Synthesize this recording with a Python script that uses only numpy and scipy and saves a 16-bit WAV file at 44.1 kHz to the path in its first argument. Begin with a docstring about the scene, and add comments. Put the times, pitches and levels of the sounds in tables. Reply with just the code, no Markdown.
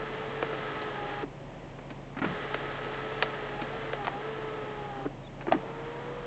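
"""Inside an idling car, a panoramic glass roof slides open in three runs of its electric motor.
The gear whines and sags under load, its housing rumbles, and the shoes hiss in their rails.
Catches click and knock in the frame, seals scrape, and the glass thumps in its seat.
The engine hums underneath; in the second pause a small bird chirps faintly outside."""
import sys
import numpy as np
from scipy import signal
from scipy.fft import rfft, irfft, next_fast_len
from scipy.io import wavfile
from scipy.ndimage import map_coordinates

SR = 44100
rng = np.random.default_rng(int(sys.argv[2]) if len(sys.argv) > 2 else 0)


def int16_out(signal):
    """Quantize to a 16-bit WAV file."""
    q = np.round(np.clip(np.atleast_2d(signal).T, -1, 1) * 32767)
    wavfile.write(sys.argv[1], SR, q.astype(np.int16))


N = 276066

# when the motor is on: start/s, stop/s
MOTOR_RUNS = [(0, 1.229), (2.25, 5.054), (5.56, 6.4)]


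def amp(db):
    """Decibels to gain."""
    return 10 ** (np.asarray(db) / 20)


def unit(x):
    """Scale to rms 1."""
    return x / np.sqrt(np.mean(x ** 2) + 1e-20)


def along(points, hz):
    """Read a curve of (f/Hz, value) points on a log frequency axis."""
    f, value = np.transpose(points)
    return np.interp(np.log(hz + 1), np.log(f + 1), value)


def curves(rows):
    """Breakpoints to automation: one curve for each column after the time."""
    times, *columns = np.transpose(rows)
    return [np.interp(np.arange(N) / SR, times, column) for column in columns]


def wobble(rate, size=N):
    """A smooth random curve with rate knots a second."""
    knots = rng.standard_normal(int(size * rate / SR) + 4)
    return map_coordinates(knots, [np.arange(size) * rate / SR])


def filtered(x, response):
    """Zero-phase EQ; response gives the gain at each frequency."""
    size = next_fast_len(N + SR // 2)
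    return irfft(rfft(x, size) * response(np.fft.rfftfreq(size, 1 / SR)), size)[:N]


def coloured(x, spectrum):
    """x through an EQ curve of (f/Hz, level/dB) points, at rms 1."""
    return unit(filtered(x, lambda hz: amp(along(spectrum, hz))))


def snap(spectrum, size=2048):
    """The tightest causal pulse with this spectrum (minimum phase), at energy 1."""
    cepstrum = irfft(np.log(amp(along(spectrum, np.fft.rfftfreq(size, 1 / SR)))))
    cepstrum[1:size // 2] *= 2
    cepstrum[size // 2 + 1:] = 0
    pulse = irfft(np.exp(rfft(cepstrum)))
    return pulse / np.linalg.norm(pulse)


def engine():
    """Idle hum on slightly drifting revs, over a steady bed of cabin noise."""
    # partials of the idle hum: f/Hz, level/dB
    partials = [(36.6, -55.5), (110, -59), (137.4, -49), (276, -60.5), (549, -58.5)]
    # engine and street noise in the cabin: f/Hz, relative level/dB
    cabin_eq = [(18, -27.5), (36, -12), (55, -15), (85, -16.5), (150, -6.5), (230, -10.5), (330, -9.5),
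                (450, -12.5), (560, -11.5), (950, -17), (1100, -20), (1500, -26), (1780, -23.5),
                (2400, -27), (3200, -30), (3900, -38.5), (4600, -42.5), (8500, -44.5)]
    clock = np.cumsum(1 + 0.004 * wobble(3.055)) / SR  # the revs wander
    hum = sum(amp(db + 0.64 * wobble(6.7)) * np.sin(2 * np.pi * (hz * clock + rng.random()))
              for hz, db in partials)
    bed = amp(-44.5 + 0.42 * wobble(7.2)) * coloured(rng.standard_normal(N), cabin_eq)
    return np.sqrt(2) * hum + bed


def bird():
    """Three tiny whistled notes, each dipping in pitch and rising again."""
    # the bird's notes: t/s, lowest f/Hz, level/dB
    notes = [(5.23, 3600, -61), (5.244, 3680, -56), (5.262, 3420, -49)]
    note_s, bend_hz = 0.023, 500
    position = np.linspace(-1, 1, int(note_s * SR))
    swell = (1 - position ** 2) ** 2
    out = np.zeros(N)
    for start, low_hz, db in notes:
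        cycles = np.cumsum(low_hz + bend_hz * position ** 2) / SR
        out[round(start * SR):][:len(swell)] += amp(db) * swell * np.sin(2 * np.pi * cycles)
    return out


def contact(start, panel_hz, panel_db, knock_db, click_db, bright_hz, drag_s):
    """One hit rings the panel, knocks the frame and clicks; each layer's dB is ahead of a fixed trim."""
    # roof frame modes: f/Hz, relative level/dB, t60/s
    frame_modes = [(628, -3.5, 0.054), (725, -2, 0.019), (901, -1.5, 0.023), (1324, -7.5, 0.041)]
    # click of hard plastic: f/Hz, relative level/dB
    plastic_eq = [(80, -39), (300, -14.5), (600, 3.5), (1200, 2.5), (2000, 2), (2900, -1.5), (3400, -5.5),
                  (4000, -10), (4600, -15), (5000, -29.5), (5400, -38.5), (6200, -41), (8000, -57.5)]
    t = np.arange(SR // 4) / SR
    cycles = panel_hz * t
    waver = 0.6 * wobble(0.5 * panel_hz, size=len(t))
    panel = np.sin(2 * np.pi * cycles + waver) * amp(-60 * cycles / 23)  # low thuds ring longest
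    panel *= 1 - np.exp(-(cycles / 0.67) ** 2)  # soft attack
    knock = sum(amp(db + rng.normal(0, 0.53) - 60 * t / t60)
                * np.sin(2 * np.pi * (hz * rng.normal(1, 0.037) * t + rng.random()))
                for hz, db, t60 in frame_modes)
    knock *= 1 - np.exp(-(t / 0.00061) ** 2)
    # a dragging contact smears into a scrape, and the cabin scatters it
    cabin_tail = 0.26 * amp(-60 * t / 0.067)
    smear = (1 - np.exp(-t / drag_s)) * (np.exp(-t / (2 * drag_s)) + cabin_tail)
    scatter = rng.standard_normal(len(t)) * smear
    scatter /= np.linalg.norm(scatter)
    scatter[0] += 1.4 * np.exp(-drag_s / 0.0014)  # a hard contact arrives as one spike
    click = signal.fftconvolve(scatter / np.linalg.norm(scatter), snap(plastic_eq))[:len(t)]
    click = signal.lfilter(*signal.butter(3, min(bright_hz, SR / 4), fs=SR), click)
    hit = amp(panel_db + 0.5) * panel + amp(knock_db - 6) * knock + amp(click_db + 13) * click
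    return np.pad(hit, (round(start * SR), N))[:N]


def seals():
    """Seals and guides slip briefly: light, dragging contacts that barely ring the roof."""
    # slips: t/s, relative level/dB, brightness/Hz
    slips = [(.528, -21.5, 2100), (.815, -25.5, 6000), (1.785, -31.5, 2320), (1.902, -29.5, 4500),
             (2.147, -33, 1610), (2.186, -22, 3030), (3.614, -20, 3960), (4.045, -23.5, 3970),
             (5.408, -27.5, 3000), (5.421, -31, 3000), (5.513, -16.5, 1600)]
    return sum(contact(start, panel_hz=332, panel_db=db - 9.5, knock_db=db - 11.5,
                       click_db=db, bright_hz=bright_hz, drag_s=0.0032)
               for start, db, bright_hz in slips)


def glass_panel():
    """Cushioned hits: the glass thumps as the linkage takes up load, and jolts when the motor stops."""
    # thumps in the seat: t/s, panel f/Hz, relative panel level/dB, relative click level/dB
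    seatings = [(1.906, 282, -31, -39), (2.166, 280, -27.5, -22), (2.2156, 310, -20.5, -13),
                (2.226, 271, -22.5, -20.5), (2.242, 330, -22, -12), (2.258, 189, -24.5, -35),
                (2.286, 158, -26.5, -34), (2.310, 179, -27, -31), (3.618, 235, -29, -38),
                (5.481, 336, -18.5, -19.5), (5.531, 256, -20.5, -17), (5.545, 311, -16, -28),
                (5.562, 190, -28, -42)]
    # double bump of a stop: delay/s, panel f/Hz, relative panel level/dB, relative knock level/dB
    bumps = [(0, 414, -22, -24.5), (.006, 286, -22, -40)]
    # weight of the first and the second stop: gain/dB
    stop_gains = [-2, 0.5]
    thumps = sum(contact(start, hz, db, db - 5, click_db, bright_hz=2030, drag_s=0.0051)
                 for start, hz, db, click_db in seatings)
    jolts = sum(amp(stop_db)
                * contact(stop + delay, hz, db, knock_db, click_db=-26, bright_hz=1600, drag_s=0.003)
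                for (_, stop), stop_db in zip(MOTOR_RUNS, stop_gains)
                for delay, hz, db, knock_db in bumps)
    return thumps + jolts


def catches():
    """Catches snap over: short, hard contacts that knock the frame."""
    # snaps: t/s, relative click level/dB, brightness/Hz, panel f/Hz, relative panel level/dB
    snaps = [(0.427, -13.5, 2540, 449, -17.5), (2.544, -13.5, 3200, 444, -22),
             (3.225, -6.5, 7000, 564, -19), (3.933, -17.5, 2880, 458, -23.5),
             (4.070, -17, 3560, 1190, -18.5), (4.08, -16, 2380, 902, -17), (5.469, -23.5, 1900, 317, -27.5),
             (5.5223, -14, 3440, 772, -7)]
    return sum(contact(start, panel_hz, panel_db, panel_db - 2.5, click_db, bright_hz, drag_s=0.00063)
               for start, click_db, bright_hz, panel_hz, panel_db in snaps)


def running(coast_s, spin_up_s=0.043):
    """Gate that is 1 while the motor is on, with a ramp up before each run and a coast after it."""
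    t = np.arange(N) / SR
    return sum(np.clip((t - start) / spin_up_s + 1, 0, 1) * np.clip((stop - t) / coast_s + 1, 0, 1)
               for start, stop in MOTOR_RUNS)


def housing_rumble(rail_db):
    """The gear housing shakes, more so when the shoes rub harder."""
    # housing rumble: f/Hz, relative level/dB
    housing_eq = [(120, -24.5), (200, -1.5), (330, 1.5), (520, 2), (800, 0), (1300, -4), (2500, -43)]
    level_db = -44.5 + 0.21 * (rail_db - np.mean(rail_db)) + 0.8 * wobble(14)
    return amp(level_db) * coloured(rng.standard_normal(N), housing_eq)


def rail_hiss(turns, rail_db):
    """Gritty friction of the shoes; a share of it comes round again with every turn of the shaft."""
    # shoes sliding in the rails: f/Hz, relative level/dB
    rail_eq = [(150, -31.5), (300, -10), (520, -7.5), (800, -10), (1080, -15.5), (1280, -7.5), (1450, -14),
               (1650, -9), (1950, -11.5), (2300, -15.5), (3300, -19), (3850, -28.5), (4400, -38),
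               (5500, -52.5), (7000, -81)]
    repeat_share, points = 0.19, 820
    surface = np.interp(turns % 1, np.arange(points) / points, rng.standard_normal(points))
    friction = np.sqrt(repeat_share) * unit(surface) + np.sqrt(1 - repeat_share) * rng.standard_normal(N)
    grit = amp(1.1 * wobble(700) + 0.66 * wobble(50))
    return amp(rail_db) * coloured(friction * grit, rail_eq)


def gear_gain(hz):
    """A partial swells as it glides through the resonances of the drive."""
    # drive resonances: f/Hz, width/Hz, level/dB
    resonances = [(432.5, 47, -41.5), (478, 60, -40), (814.6, 49, -40), (868, 16, -55), (933, 81, -46.5),
                  (1200, 170, -54.5), (1290, 50, -52), (1440, 120, -65.5)]
    return np.sqrt(sum((amp(db) / (1 + (2 * (hz - centre) / width) ** 2)) ** 2
                       for centre, width, db in resonances))


def gear_whine(mesh_hz, teeth_passed, gain_db):
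    """Three harmonics of the meshing teeth; uneven contact makes each flutter and fade."""
    flutter_db, fade_db = 1.77, 0.68
    whine = np.zeros(N)
    for k in (1, 2, 3):
        gain = amp(gain_db + flutter_db * wobble(55) + k * fade_db * wobble(12))
        whine += gear_gain(k * mesh_hz) * gain * np.sin(2 * np.pi * k * teeth_passed)
    return np.sqrt(2) * whine


def roof_drive():
    """The motor's speed steers whine, hiss and rumble; the housing rings on longest after a stop."""
    # motor speed, sagging where the roof runs stiffly: t/s, gear mesh f/Hz
    speed = [(0, 435.7), (.4, 441.5), (.7, 429), (.88, 426), (.98, 412.6), (1.23, 411), (2.25, 423),
             (2.8, 428.5), (3.22, 437), (3.6, 411.3), (3.74, 449), (3.92, 443), (4.085, 382), (4.27, 441),
             (4.7, 426), (5.06, 395), (5.56, 441.5), (6.1, 487), (6.26, 481)]
    # the hiss fades as the roof slides away: t/s, hiss level at the usual speed/dB, whine gain/dB
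    travel = [(.35, -40.5, .5), (.65, -39, -2.5), (.9, -39, 0), (2.5, -38.5, -2), (3.5, -40, -2),
              (4.35, -43, 0.5), (4.75, -44.6, 0.5), (5.6, -49, -3)]
    teeth, speed_jitter = 8, 0.002995
    usual_mesh_hz, hiss_db_per_octave = 427.4, 14.5
    mesh_hz, = curves(speed)
    slide_db, whine_db = curves(travel)
    teeth_passed = np.cumsum(mesh_hz * (1 + speed_jitter * wobble(45))) / SR
    rail_db = slide_db + hiss_db_per_octave * np.log2(mesh_hz / usual_mesh_hz)  # faster is louder
    return (running(coast_s=0.016) * gear_whine(mesh_hz, teeth_passed, whine_db)
            + running(coast_s=0.02) * rail_hiss(teeth_passed / teeth, rail_db)
            + running(coast_s=0.055) * housing_rumble(rail_db))


def scene():
    """The mono mix, heard from the seat under the roof."""
    return (engine() + roof_drive() + catches() + glass_panel() + seals() + bird())[None]


def record(dry):
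    """Master EQ: the deepest bass rolls off and the top end is cut steeply."""
    low_hz, top_hz, silent_above_hz = 20, 7850, 8870

    def band(hz):
        low_cut = hz ** 2 / np.sqrt(hz ** 4 + low_hz ** 4)
        high_cut = (hz < silent_above_hz) / np.sqrt(1 + (hz / top_hz) ** 50)
        return low_cut * high_cut

    return filtered(dry[0], band)[None]


dry = scene()
out = record(dry)
int16_out(out)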